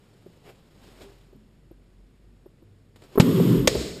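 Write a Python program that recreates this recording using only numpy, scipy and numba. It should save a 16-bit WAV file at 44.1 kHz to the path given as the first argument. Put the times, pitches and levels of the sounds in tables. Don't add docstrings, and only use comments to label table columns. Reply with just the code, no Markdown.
import sys
import numpy as np
from scipy.fft import rfft, irfft, next_fast_len
from scipy.io import wavfile
from scipy.ndimage import minimum_filter1d, map_coordinates
from numba import njit

SR = 44100
rng = np.random.default_rng(int(sys.argv[2]) if len(sys.argv) > 2 else 0)


def wrap_up_sound(samples):
    columns = np.atleast_2d(samples).T
    tamed = np.clip(columns, -1, 1)
    steps = np.round(tamed * 32767).astype(np.int16)
    wavfile.write(sys.argv[1], SR, steps)


N = 176400
WALL_DELAY_S = 0.0034

# (frequency [Hz], relative level [dB])
ARC_SPECTRUM = [(40, 0), (150, 2), (450, 6), (900, 1), (1500, -7), (3200, -4), (5000, -6), (8000, -12),
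                (11000, -26.5), (15000, -23)]
# (frequency [Hz], relative level [dB])
BOOM_SPECTRUM = [(30, -28), (80, -21), (115, -2), (200, 1.5), (420, -5), (560, -18.5), (750, -32),
                 (1100, -24), (1500, -32.5), (2000, -32.5), (2400, -36), (3100, -30), (3800, -35),
                 (5000, -38.5), (8500, -40.5), (10500, -48), (12000, -38), (13800, -55), (15000, -44)]
# (frequency [Hz], level [dB], t60 [s])
STANDING_WAVES = [(127, -4.5, 1.01), (169, -5, 0.99), (241.3, -6.5, 0.93), (281, -6, 0.92),
                  (387.6, -10.5, 1.13)]


def bang(start=3.1991, push_hz=164.5, push_s=0.0091):
    t = clock(start)
    push_window = np.sin(np.pi * np.minimum(t / push_s, 1))
    push = -amp(15) * np.sin(2 * np.pi * push_hz * t) * push_window
    arc = amp(1) * noise(ARC_SPECTRUM) * strike(start, rise=0.0009, t60=0.068, hold=0.0081)
    room_start, room_rise = start + WALL_DELAY_S, 0.0079
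    boom = amp(2) * noise(BOOM_SPECTRUM) * strike(room_start, room_rise, t60=0.93)
    modes = sum(amp(db) * ring(room_start, hz, room_rise, t60) * amp(2.3 * wobble(14))
                for hz, db, t60 in STANDING_WAVES)
    return push + arc + boom + modes


# (frequency [Hz], relative level [dB])
CRACK_SPECTRUM = [(50, 5), (250, 2), (550, 4), (1100, -1.5), (1500, -1), (2000, 2), (2600, -3), (4000, 1),
                  (5000, -3), (6000, 4.5), (9000, -9), (11500, -23), (15000, -12)]
# (frequency [Hz], relative level [dB])
ECHO_SPECTRUM = [(30, -17), (62, 3), (100, -5.5), (250, -4), (430, 5), (600, -6), (850, -20), (1400, -19.5),
                 (2000, -16), (2600, -17), (4500, -12.5), (8000, -18.5), (10000, -30.5), (12000, -36),
                 (13500, -34), (15000, -35)]


def crack(start=3.6739):
    snap = amp(-8.5) * noise(CRACK_SPECTRUM) * strike(start, rise=0.0004, t60=0.034, hold=0.0048)
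    slap = amp(-9) * np.interp(clock(WALL_DELAY_S), clock(), snap)
    thump = amp(-1.5) * ring(start + 0.0029, hz=488, rise=0.0017, t60=0.03)
    early = amp(-21) * strike(start, rise=0.0025, t60=0.12, hold=0.019)
    late = amp(-20.5) * strike(start, rise=0.047, t60=0.85)
    return snap + slap + thump + noise(ECHO_SPECTRUM) * (early + late)


# (time [s], level [dB])
SHEATH_CREAKS = [(2.959, -47.5), (3.02, -48), (3.037, -48.5)]
# (time [s], level [dB])
JAW_BITES = [(3.1561, -27), (3.176, -14), (3.1805, -11)]
# (frequency [Hz], relative level [dB], t60 [s])
PLIER_MODES = [(296, -2, .035), (388, 7.5, .04), (524, -13, 0.049), (830, -9, 0.038), (1008, -5.5, 0.043)]
# (frequency [Hz], relative level [dB])
TICK_SPECTRUM = [(300, 8.5), (1200, 7.5), (2500, -12), (5000, -27), (9000, -27), (12000, -4), (15500, -23)]


def pliers():
    grit = noise(TICK_SPECTRUM)
    creaks = sum(amp(db) * strike(start, rise=0.0005, t60=0.073) for start, db in SHEATH_CREAKS)
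    out = noise(RUB_SPECTRUM) * creaks
    for start, db in JAW_BITES:
        body = sum(amp(mode_db) * ring(start, hz, rise=0.0008, t60=t60)
                   for hz, mode_db, t60 in PLIER_MODES)
        tick = amp(-15) * grit * strike(start, rise=0.00024, t60=0.059)
        out += amp(db) * (body + tick)
    return out


# (time [s], level [dB], pitch [Hz])
CASE_KNOCKS = [(.262, -35, 372), (1.011, -36, 410), (1.328, -42, 375), (1.358, -40.5, 256),
               (1.711, -35.5, 329), (2.46, -35.5, 360), (2.623, -41, 329), (3.397, -8, 450),
               (3.751, -8, 384), (3.968, -29.5, 386)]
# (frequency [multiple of its pitch], relative level [dB])
KNOCK_PARTIALS = [(.74, -7), (1, 3), (1.5, -6.5), (2.2, -17.5)]


def knocks():
    out, grit = np.zeros(N), noise(TICK_SPECTRUM)
    for start, db, hz in CASE_KNOCKS:
        body = sum(amp(partial_db) * ring(start, hz * ratio, rise=0.004, t60=0.029)
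                   for ratio, partial_db in KNOCK_PARTIALS)
        tick = amp(-22) * grit * strike(start, rise=0.0013, t60=0.057)
        out += amp(db) * (2 * body + tick)
    return out


# (time [s], level [dB], frequency [Hz], rise [s], t60 [s])
MOUNT_RESONANCES = [(.26, -50, 171.4, .004, 0.53), (.46, -47.5, 127, 0.022, 0.46),
                    (1.03, -40.5, 398, .02, 0.34), (1.345, -46, 214.3, 0.018, 0.5),
                    (2.62, -46.5, 98.2, .06, 1.6), (3.565, -23, 49.7, .015, .35),
                    (3.756, -22.5, 65.3, 0.014, .3)]


def mount():
    return sum(amp(db) * ring(start, hz, rise, t60) for start, db, hz, rise, t60 in MOUNT_RESONANCES)


# (time [s], level [dB])
SLEEVE_LEVELS = [(0, -64), (.42, -62), (.49, -53), (.54, -62), (.76, -62.5), (.85, -53), (.995, -54),
                 (1.02, -43), (1.06, -54), (1.3, -64.5), (1.6, -73.5), (2.94, -74.5), (2.99, -63),
                 (3.05, -55.5), (3.09, -60), (3.15, -50.5), (3.3, -59)]
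# (frequency [Hz], relative level [dB])
RUB_SPECTRUM = [(60, -7.5), (150, -1), (280, -2), (430, -1), (800, -9), (1400, -14), (2000, -15.5),
                (3000, -15), (4500, -18), (8000, -23), (11000, -31), (15000, -34)]
# (frequency [Hz], relative level [dB])
SCRAPE_SPECTRUM = [(100, -6), (280, -9), (400, 6), (520, -7), (680, 1.5), (950, -12), (1700, -15.5),
                   (2500, -10.5), (4000, -28), (9000, -30), (15000, -33)]


def sleeve():
    scrape = amp(-47) * noise(SCRAPE_SPECTRUM) * strike(start=0.436, rise=0.031, t60=0.097, hold=0.063)
    rustle = noise(RUB_SPECTRUM) * level(SLEEVE_LEVELS)
    return (rustle + scrape) * amp(1.25 * wobble(70))


# (frequency [Hz], relative level [dB])
ROOM_TONE_SPECTRUM = [(25, -6), (50, -9.5), (110, 3), (220, -3.5), (400, -8.5), (800, -24), (2000, -26.5),
                      (5000, -33.5), (8500, -37), (11000, -41), (13000, -50), (15500, -60)]
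# (time [s], level [dB])
HUM_LEVELS = [(0, -73), (.7, -62.5), (1, -56.5), (1.3, -57.5), (1.55, -61.5), (1.75, -53.5), (1.9, -59.5),
              (2.03, -50.5), (2.13, -64), (2.26, -53), (2.6, -63.5), (3, -63)]


def room_tone(hum_hz=46.6):
    air = amp(-58.5) * noise(ROOM_TONE_SPECTRUM)
    phase = 2 * np.pi * hum_hz * clock() + 1.05 * wobble(5.7)
    return air + np.sqrt(2) * level(HUM_LEVELS) * np.sin(phase)


def amp(db):
    return 10 ** (np.asarray(db) / 20)


def clock(start=0):
    return np.maximum(np.arange(N) / SR - start, 0)


def level(rows):
    return amp(np.interp(clock(), *np.transpose(rows)))


def noise(points):
    hz, db = np.transpose(points)
    shape = amp(np.interp(np.log(np.fft.rfftfreq(N, 1 / SR) + 1), np.log(hz), db))
    x = irfft(rfft(rng.standard_normal(N)) * shape, N)
    return x / x.std()


def strike(start, rise, t60, hold=0):
    return (1 - np.exp(-clock(start) / rise)) * np.exp(-np.log(1000) * clock(start + hold) / t60)


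def ring(start, hz, rise, t60):
    return np.sin(2 * np.pi * hz * clock(start)) * strike(start, rise, t60)


def wobble(rate):
    return map_coordinates(rng.standard_normal(1000), [clock() * rate], mode="wrap")


def scene():
    return (room_tone() + sleeve() + knocks() + mount() + pliers() + bang() + crack())[None]


# (frequency [Hz], width [Hz], gain [dB])
CASE_BANDS = [(6010, 300, -12.5), (11620, 120, 10), (12130, 150, 11)]


def plastic_case(x):
    size = 2 * next_fast_len(N * 3 // 4)
    freqs = np.fft.rfftfreq(size, 1 / SR)
    gain = amp(sum(db * np.exp(-((freqs - hz) / width) ** 2) for hz, width, db in CASE_BANDS))
    cepstrum = irfft(np.log(gain))
    cepstrum[1:size // 2] *= 2
    cepstrum[size // 2 + 1:] = 0
    return irfft(rfft(x, size) * np.exp(rfft(cepstrum)))[:N]


@njit
def ducking(excess_db, attack_s, recover_db_per_s):
    out, held = np.zeros(len(excess_db)), 0.0
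    for i in range(len(excess_db)):
        if excess_db[i] > held:
            held += (excess_db[i] - held) / (attack_s * SR)
        else:
            held = max(held - recover_db_per_s / SR, 0.0)
        out[i] = held
    return out


def record(dry):
    limit_db, peak_hold_s, ceiling, top_hz = -6.5, 0.005, 0.69, 15200
    mic = plastic_case(dry[0])
    half_hold = int(peak_hold_s * SR / 2)
    peak = -minimum_filter1d(-np.abs(mic), size=2 * half_hold + 1, origin=half_hold)
    excess_db = 20 * np.log10(peak + 1e-9) - limit_db
    duck_db = ducking(excess_db, attack_s=0.0043, recover_db_per_s=64)
    clipped = np.clip(mic * amp(-duck_db), -ceiling, ceiling)
    size = next_fast_len(N + SR // 2)
    passband = np.fft.rfftfreq(size, 1 / SR) < top_hz
    return irfft(rfft(clipped, size) * passband, size)[None, :N]


dry = scene()
out = record(dry)
wrap_up_sound(out)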